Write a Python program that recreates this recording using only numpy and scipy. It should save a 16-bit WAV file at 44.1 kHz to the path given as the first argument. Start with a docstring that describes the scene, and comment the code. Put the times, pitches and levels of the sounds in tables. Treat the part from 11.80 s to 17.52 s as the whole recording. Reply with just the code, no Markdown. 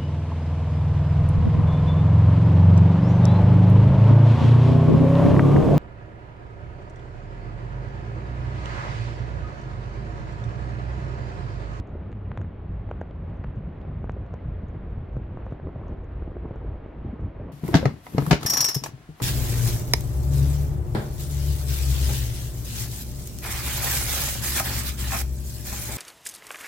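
"""An open car park in a blizzard, heard at a small camera on a pole.
The storm roars evenly from all around: bands of noise, partly alike on the left and right.
Something hums in the airstream, a wavering tone, and blown snow ticks on the ringing housing.
Small vortices puff across the microphone port as short noise bursts, and eddies burst as pressure pops.
Nearest of all, eddies of four sizes buffet the port: noises whose levels swell into a lumpy rumble."""
import sys
import numpy as np
from scipy import signal
from scipy.fft import rfft, irfft, next_fast_len
from scipy.io import wavfile
from scipy.ndimage import uniform_filter1d

SR = 44100
rng = np.random.default_rng(int(sys.argv[2]) if len(sys.argv) > 2 else 0)


def generate_wav(signal):
    """Clip the signal to [-1, 1] and save it as 16-bit WAV at the path in sys.argv[1]."""
    frames = np.transpose(np.atleast_2d(signal))
    scaled = np.clip(frames, -1, 1) * 32767
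    pcm = np.round(scaled).astype(np.int16)
    wavfile.write(sys.argv[1], SR, pcm)


N = 252252   # length in samples


def from_db(db):
    """Turn a level in dB into a gain."""
    return np.exp(np.asarray(db) * (np.log(10) / 20))


def rms_one(x):
    """Scale a sound to an rms level of 1."""
    return x / np.sqrt(np.mean(x ** 2) + 1e-20)


def in_time(rows):
    """Read the columns of a table, time first, at every sample with straight lines between rows."""
    times, *columns = np.transpose(rows)
    return [np.interp(np.arange(N) / SR, times, column) for column in columns]


def at_hz(points, hz):
    """Read a table over frequency with straight lines on a log-frequency axis."""
    table_hz, values = np.array(points).T[:2]
    return np.interp(np.log(hz), np.log(table_hz), values)


def drift(rate_hz):
    """Slow random wandering of rms 1: noise smoothed twice by a one-pole low-pass."""
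    step = 40   # computed at every 40th sample only
    r = np.exp(-2 * np.pi * rate_hz * step / SR)
    noise = rng.standard_normal(N // step + 2002)
    slow = signal.lfilter([1], [1, -2 * r, r * r], noise)[2000:]   # skip the filter's start-up
    return np.interp(np.arange(N) / step, np.arange(len(slow)), rms_one(slow))


def coloured(spectrum):
    """Noise of rms 1 with the given spectrum, falling 24 dB per octave more beyond its ends."""
    size = next_fast_len(N)
    hz = np.maximum(np.arange(size // 2 + 1) * SR / size, 1)
    lowest_hz, highest_hz = spectrum[0][0], spectrum[-1][0]
    beyond = np.maximum(np.maximum(lowest_hz / hz, hz / highest_hz), 1)
    gain = from_db(at_hz(spectrum, hz) - 24 * np.log2(beyond))
    return rms_one(irfft(rfft(rng.standard_normal(size)) * gain, size)[:N])


def steadied(x, share, span_ms):
    """Take part of the chance swell out of a narrow noise, so that it rolls evenly."""
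    envelope = np.abs(signal.hilbert(x, next_fast_len(N))[:N])
    swell = uniform_filter1d(envelope, int(span_ms * SR / 1000))
    return rms_one(x / (swell + 0.16) ** np.clip(share, 0, 1))


def resonance(x, hz, width_hz):
    """Ring at one frequency: a two-pole peak of gain 1."""
    r = np.exp(-np.pi * width_hz / SR)
    b = np.array([1, 0, -1]) * (1 - r * r) / 2
    return signal.lfilter(b, [1, -2 * r * np.cos(2 * np.pi * hz / SR), r * r], x)


def filtered(order, hz, kind, x):
    """Pass a sound through a Butterworth filter."""
    return signal.sosfilt(signal.butter(order, hz, kind, fs=SR, output="sos"), x)


# Colour of the far wind: pitch_hz, relative level_db (per Hz)
ROAR_SPECTRUM = [(35, -42), (60, -26), (100, -22), (161, -9), (285, -2), (400, -3), (560, -6.5),
                 (1100, -14.5), (2180, -23.5), (3100, -32), (3970, -39.5), (4600, -47.5), (5400, -54),
                 (7000, -61.5), (9500, -95.5)]
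# How alike left and right are: pitch_hz, likeness (1 the same, 0 unrelated, -1 opposite)
LEFT_RIGHT_LIKENESS = [(40, -0.6), (65, 0.36), (100, 0.94), (250, 0.6), (500, 0.58), (1000, 0.71),
                       (2000, 0.73), (4000, 0.72), (8000, 0.41)]


def roar(patchy_db, level_db):
    """Wind over ground and cars, from afar: narrow bands, each partly alike at both ports."""
    out = 0
    edges = 30 * 2 ** np.arange(0, 8.4, 1 / 5)   # five bands per octave, from 30 Hz
    white = rng.standard_normal((2, 2, N))
    together = drift(3.5)   # level wandering shared by all bands
    for k, (low, high) in enumerate(zip(edges, edges[1:])):
        # neighbouring bands take turns at two noise pairs
        mid, side = filtered(3, [low, high], "band", white[k % 2])
        hz = np.sqrt(low * high)
        alike = np.clip(at_hz(LEFT_RIGHT_LIKENESS, hz), -1, 1)
        gain = from_db(at_hz(ROAR_SPECTRUM, hz) + patchy_db * (1.1 * together + drift(21.0)))
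        opposite = side * [[1], [-1]]
        out = out + gain * (np.sqrt(1 + alike) * mid + np.sqrt(1 - alike) * opposite)
    return from_db(level_db) * rms_one(out)


# Course of the low hum, before its waver: start_s, pitch_hz, level_db
HUM_COURSE = [(0, 95.44, -45.5), (.3, 95.09, -37), (.5, 96.4, -31), (.7, 94.72, -38), (1.1, 92.35, -37.5),
              (1.5, 89.14, -47), (2.2, 94.8, -43), (2.9, 88.75, -37.5), (3.5, 86.3, -58), (5.72, 86.5, -56)]


def hum(octave_db, waver_hz):
    """A tone in the airstream with its octave, both wavering at random in pitch and level."""
    hz, level_db = in_time(HUM_COURSE)
    phase = 2 * np.pi * np.cumsum(hz + waver_hz * drift(9.0)) / SR
    octave = from_db(octave_db + 1.0 * drift(22.0)) * np.sin(2 * phase)
    return from_db(level_db + 3.5 * drift(21.0)) * (np.sin(phase) + octave)


# Large snow grains: start_s, level_db (before the ring), brightness_db (upper rings against lower)
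LARGE_GRAINS = [(0.0732, -62, 5), (0.093, -65, 4), (0.318, -58.5, -3), (0.327, -61, 3), (0.575, -47.5, -2),
                (0.615, -57.5, 9.5), (1.1119, -60, -2), (1.1134, -70, 8), (1.2117, -56, -1),
                (1.2143, -60, 11.5), (1.31, -75, -14), (1.477, -70, 0), (1.499, -69, -8), (1.5416, -67, 0),
                (1.5722, -66, 6), (1.6392, -66, 4), (1.673, -69, -7), (1.7591, -65, 0), (1.902, -75, -5),
                (2.015, -73, -14.5), (2.2538, -63, 3), (2.295, -55, 0), (2.3196, -51.5, 2.5),
                (2.4645, -62, -2), (2.5399, -49.5, -0.5), (2.8846, -65.5, 11), (3.108, -69, 0),
                (3.336, -66, 4), (3.368, -57.5, 3), (3.5688, -69, 4), (3.6622, -65, 5.5), (3.71, -61, -4),
                (3.725, -59, 0), (4.082, -56.5, 10), (4.2433, -62, 4), (4.69, -71, -3), (4.7581, -58, 6),
                (5.41, -68, 3)]
# Rings of the housing: pitch_hz, width_hz, level_db, share of a grain's brightness (may be negative)
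HOUSING_RINGS = [(2920, 1300, 6.5, -1.8), (5900, 1500, -1, -0.74), (6560, 1500, 0, 1)]


def snow(fine_per_s, fine_db):
    """Large grains scratch the ringing housing for 1 ms; fine grains patter as single clicks."""
    start_s, level_db, bright_db = np.transpose(LARGE_GRAINS)
    length = 40   # samples in a scratch
    grit = 0.23 * rng.standard_normal((len(LARGE_GRAINS), length)) * np.hanning(length)
    grit[:, 12] += 2   # the first contact
    grit = grit / grit.std(axis=1, keepdims=True)
    where = (start_s * SR).astype(int)[:, None] + np.arange(length)

    sizes = from_db(fine_db + 2.4 * np.minimum(rng.exponential(1, N), 3.0)) * rng.choice([-1, 1], N)
    fine = sizes * (rng.random(N) < fine_per_s / SR) + 1e-18
    out = 0
    for hz, width_hz, ring_db, share in HOUSING_RINGS:
        hits = fine.copy()
        hits[where] += from_db(level_db + share * bright_db)[:, None] * grit
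        out = out + from_db(ring_db) * resonance(resonance(hits, hz, width_hz), hz, width_hz)
    return out


# Short rough puffs: time_s (a quarter of the way into the puff), peak level_db, centre pitch_hz
PUFF_LIST = [(0.151, -32, 400), (1.305, -36.5, 443), (2.366, -32, 423), (3.846, -38, 320),
             (3.867, -43, 386), (3.883, -31, 440), (3.89, -38, 860), (3.958, -32, 550), (3.992, -40, 700),
             (4.012, -37, 795), (4.02, -44, 890), (4.053, -50, 1380), (4.098, -46, 1000), (4.068, -37, 774),
             (4.084, -43, 1000), (4.124, -40.5, 800), (4.136, -41, 351), (4.035, -40, 923),
             (4.543, -48, 480), (4.563, -31.5, 376), (4.642, -31.5, 332), (4.652, -28, 425),
             (4.656, -38.5, 934), (4.718, -35.5, 244), (4.827, -41, 512), (4.845, -31, 349),
             (4.879, -44, 865), (5.25, -26.5, 272), (5.328, -24, 211.6), (5.599, -31.5, 422),
             (5.669, -52, 368)]


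def puffs(base_ms, cycles):
    """A few uneven, dull cycles where a small vortex is dragged across the port."""
    out = np.zeros(N + 4000)
    white = rng.standard_normal((len(PUFF_LIST), 4000))
    for (time_s, level_db, hz), noise in zip(PUFF_LIST, white):
        length_ms = np.clip(base_ms + cycles * 1000 / hz, 4, 40)   # lower puffs last longer
        size = int(length_ms * SR / 1000)
        dull = filtered(4, 1.14 * hz, "low", noise)
        band = resonance(resonance(dull, hz, hz), hz, hz)   # each peak is as wide as its centre pitch
        burst = band[-size:] * np.hanning(size)
        start = int(time_s * SR - 0.2494 * size)
        out[start:start + size] += from_db(level_db) * burst / np.abs(burst).max()
    return out[:N]


def pulses(rows):
    """Pressure humps from rows: time_s, height (gain), half width_ms, suction, rebound."""
    before, length = 400, 1200   # samples ahead of the push, and in all
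    out = np.zeros(N + length)
    ms = np.arange(-before, length - before) / SR * 1000
    taper = signal.windows.tukey(length, .4)
    after = np.maximum(ms, 0)
    # the air in the port swings back at 85 Hz, setting in softly
    swing = -np.sin(2 * np.pi * 85.0 * after / 1000) * np.exp(-after / 7.0)
    swing = swing * (1 - np.exp(-(after / 2.5) ** 2))
    for time_s, height, width_ms, suction, rebound in rows:
        width_ms = np.clip(width_ms, .08, 2)
        push = (1 + (ms / width_ms) ** 2 / 2) ** -1.6
        dip = (1 + (ms / width_ms + 3.52) ** 2 / 2) ** -1.6   # suction just ahead of the push
        shape = push - np.clip(suction, 0, 1.5) * dip + np.clip(rebound, 0, 6) * swing
        start = int(np.clip(time_s * SR, 0, N - 1))
        out[start:start + length] += height * taper * shape
    return out[before:N + before]


# Strong pops: time_s of the push, level_db of the push before the cover softens it,
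# half width_ms (at least 0.08 is used), suction ahead (0 to 1.5),
# slow rebound (limited to 0 to 6, so below 0 means none), housing knock_db against the push
STRONG_POPS = [(0.319, -37, .09, 0, 2.5, -4), (0.3278, -30.5, 0.044, 0, -2.5, -17),
               (0.37, -40.5, 0.069, 0, -2, -13), (0.154, -34, 0.31, 0.3, 0.5, -13),
               (.517, -21, 0.12, 0, 2, -23), (0.575, -18.5, 0.13, 0.1, -1.5, -17),
               (0.6152, -28, 0.12, 0, -1, -1), (0.6464, -34, 0.14, 0.1, 1.5, -5),
               (1.092, -33, 0.2, 1.5, -1.5, -8), (1.11275, -25, 0.18, 0, 0, 8),
               (1.1144, -21.5, 0.155, 1.5, 0, -5.5), (1.2153, -20, 0.23, 1.12, 0, 0),
               (2.5405, -21.5, 0.29, 0, 1, -8), (2.5424, -32, 0.35, 1.5, 0, -25),
               (1.2116, -37, 0.062, 0.4, 10, -9), (1.641, -31, 0.05, 1.07, -6, -13),
               (1.6445, -23, 0.14, 0.1, -2, -18), (2.051, -33, 0.18, 0.8, -2, -9),
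               (2.243, -19, 0.3, 0, 0.5, -12), (2.275, -35, 0.13, 0.3, -1.5, -2),
               (2.2955, -15.5, 0.17, 0.02, 0.9, -15), (3.3681, -22, 0.32, 0.35, 3.5, -6),
               (3.573, -21.5, 0.28, 0, -2.5, -18), (3.6662, -21.5, 0.23, 0, 1.7, -22),
               (3.724, -21.5, 0.33, 0.66, 2.5, -10), (3.7997, -29, 0.24, 0.5, -1.5, -8),
               (3.872, -23, 0.37, 1, 1.5, -14), (3.96, -33, 0.35, 0.9, 7, -7),
               (4.424, -27, 0.3, 0.9, 2, -11.5), (4.479, -24.5, 0.56, 1.3, -1.5, -6),
               (4.519, -30, 0.35, 1.3, 0, -15), (4.569, -27, 0.3, 1.3, 0.5, -10),
               (4.7595, -25, 0.3, 0.1, 1.5, -12), (4.658, -27.5, 0.5, 0.86, 1.5, -13),
               (4.71, -20, 0.4, 0, 1, -3), (5.062, -23, 0.45, 0, -1, -13), (5.292, -31, 0.52, 1.34, 0, -13),
               (5.3949, -30.5, 0.33, 1.1, 5, -12), (5.603, -33.5, 0.43, 0.1, 4.5, -15),
               (5.669, -30, 0.44, 0, 3, -8)]


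def pops(small_per_s, small_db):
    """Eddies bursting right at the port: the strong ones listed, many weak ones by chance."""
    knock_lag_ms = 0.6   # the housing answers this late
    strong, knocks = [], []
    for time_s, level_db, width_ms, suction, rebound, knock_db in STRONG_POPS:
        strong.append((time_s, from_db(level_db), width_ms, suction, rebound))
        knocks.append((time_s + knock_lag_ms / 1000, from_db(level_db + knock_db), width_ms, suction, 0))

    luck = rng.random((400, 6))
    times = np.cumsum(-np.log(luck[:, 0])) / small_per_s   # random waits between weak pops
    direction = np.where(luck[:, 4] < .7, 1, -1)   # most push, some pull
    heights = from_db(small_db - 0.86 * np.log(luck[:, 1] + .02)) * direction
    widths_ms = 0.065 + 1.7 * luck[:, 2]
    weak = np.transpose([times, heights, widths_ms, luck[:, 3], luck[:, 5]])[times < N / SR]

    pressure = pulses(strong) + pulses(weak)
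    knocking = resonance(pulses(knocks), hz=1500, width_hz=400)
    rounded = filtered(2, 2600.0, "low", pressure + knocking)   # the cover rounds the tip
    return filtered(1, 90.0, "high", rounded)   # the pressure leaks away


# Swells and short lulls of the low buffeting: start_s, level_db
GUST_LEVEL = [(0.0, -25), (0.03, -38), (0.05, -40), (0.19, -30), (0.25, -42.5), (0.29, -37.5), (0.54, -35),
              (0.57, -33), (0.62, -28.5), (0.68, -38), (0.73, -33), (0.765, -38.5), (0.79, -31.5),
              (0.855, -37), (0.89, -32.5), (1.19, -34), (1.26, -41), (1.3, -38), (1.34, -33.5),
              (1.53, -29.5), (1.56, -35), (1.69, -29.5), (1.75, -39), (1.78, -25), (1.81, -36),
              (1.89, -29.5), (1.93, -38.5), (2.05, -35.5), (2.13, -32.5), (2.19, -29.5), (2.21, -34.5),
              (2.24, -30.5), (2.37, -37), (2.42, -29.5), (2.47, -39), (2.52, -35.5), (2.63, -43),
              (2.66, -27), (2.71, -30.5), (2.79, -34.5), (2.85, -33), (2.98, -34), (3.09, -33.5),
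              (3.1, -29), (3.23, -32), (3.26, -40.5), (3.33, -30), (3.41, -33), (3.71, -34.5),
              (3.73, -33.5), (3.79, -47), (3.84, -31), (3.89, -32.5), (3.94, -46), (3.95, -34.5),
              (4.13, -30.5), (4.16, -38), (4.22, -33), (4.32, -36), (4.35, -30), (4.43, -31.5), (4.44, -37),
              (4.49, -34), (4.76, -38.5), (4.89, -29.5), (5.13, -46), (5.16, -37), (5.23, -36.5),
              (5.26, -29.5), (5.38, -44.5), (5.43, -28.5), (5.46, -25.5), (5.53, -48), (5.61, -31.5),
              (5.72, -42.5)]
# Flow at the port, from even rolling to ragged, and the finest eddies:
# start_s, raggedness (0 to 1), flutter level_db (before the gusts sway it)
FLOW = [(0, 0.4, -47), (.5, 0, -52), (.85, 0.71, -56.5), (1.3, 0, -52.5), (2.3, 0.07, -53.5),
        (2.7, 0.25, -54), (3.15, 0.64, -52.5), (3.7, 0.74, -52.5), (3.9, 0.33, -46.5), (4.12, 0.36, -48.5),
        (4.3, 1, -52), (4.62, 1, -47.5), (4.95, 0.84, -48), (5.3, 0.5, -52.5), (5.5, 0.4, -49.5),
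        (5.72, 0.14, -43)]
# Colours of the four eddy sizes, largest first, each: pitch_hz, relative level_db (per Hz)
DEEP_SPECTRUM = [(20, -5), (35, -9), (55, 6), (75, -8.5), (110, -19)]
THUD_SPECTRUM = [(55, -19.5), (78, -2), (105, -7), (135, -11.5), (190, -27.5)]
FLAP_SPECTRUM = [(105, -20.5), (145, 2), (200, -3), (270, -9.5), (380, -32)]
FLUTTER_SPECTRUM = [(200, -8), (300, 0.5), (600, -9), (1200, -23.5), (2400, -48), (4800, -84)]


def buffet():
    """Large eddies roll smoothly, small ones come in lumps that all sizes share in part."""
    (gust_db,), (ragged, flutter_db) = in_time(GUST_LEVEL), in_time(FLOW)
    mean_db = gust_db.mean()
    swing_db = gust_db - mean_db
    # dB against the mean gust level, dB added in ragged flow, share of the gust swing followed
    deep_db = mean_db - 5 + 3.3 * ragged + 0.89 * swing_db
    thud_db = mean_db - 4.5 - 0.71 * ragged + 1.26 * swing_db
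    flap_db = mean_db - 8 - 7.5 * ragged + 0.73 * swing_db
    flutter_db = flutter_db + 0.43 * swing_db

    # random level changes in dB: lumps and thumps are shared, the last drift is each size's own
    lumps = drift(20.0)
    thumps = ragged * drift(4.7)   # extra lumpiness in ragged flow
    deep_db = deep_db + thumps + 0.16 * lumps + 0.55 * drift(12.0)
    thud_db = thud_db + thumps + 1.5 * lumps + 0.24 * drift(14.0)
    flap_db = flap_db + thumps + 1.8 * lumps + 1.3 * drift(6.4)
    flutter_db = flutter_db + thumps + 2.4 * lumps + 1.3 * drift(76.0)

    deep = from_db(deep_db) * steadied(coloured(DEEP_SPECTRUM), share=0.66, span_ms=140.0)
    thud = from_db(thud_db) * steadied(coloured(THUD_SPECTRUM), share=1.0, span_ms=37.0)
    flap = from_db(flap_db) * steadied(coloured(FLAP_SPECTRUM), share=0.44, span_ms=49.0)
    flutter = from_db(flutter_db) * coloured(FLUTTER_SPECTRUM)
    return deep + thud + flap + flutter


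def scene():
    """What happens at the port is heard alike on both channels; the far roar is wide."""
    far = roar(patchy_db=0.58, level_db=-47.5)
    port = hum(octave_db=-9.5, waver_hz=4.937) + snow(fine_per_s=32.0, fine_db=-65.0)
    port = port + puffs(base_ms=3.78, cycles=4.44) + pops(small_per_s=16.0, small_db=-52.0)
    return far + port + buffet()


def record(dry):
    """The covered port dulls the top octave, the circuit adds a trace of hiss, the top is cut."""
    dulled = filtered(6, 7900.0, "low", dry)
    # mostly the same hiss on both channels, plus a little of each channel's own
    hiss = from_db(-106) * (rng.standard_normal(N) + .3 * rng.standard_normal(dry.shape))
    top_cut = signal.cheby2(12, 70, 15700, fs=SR, output="sos")   # 70 dB down from 15700 Hz up
    return signal.sosfilt(top_cut, dulled + hiss)


dry = scene()
out = record(dry)
generate_wav(out)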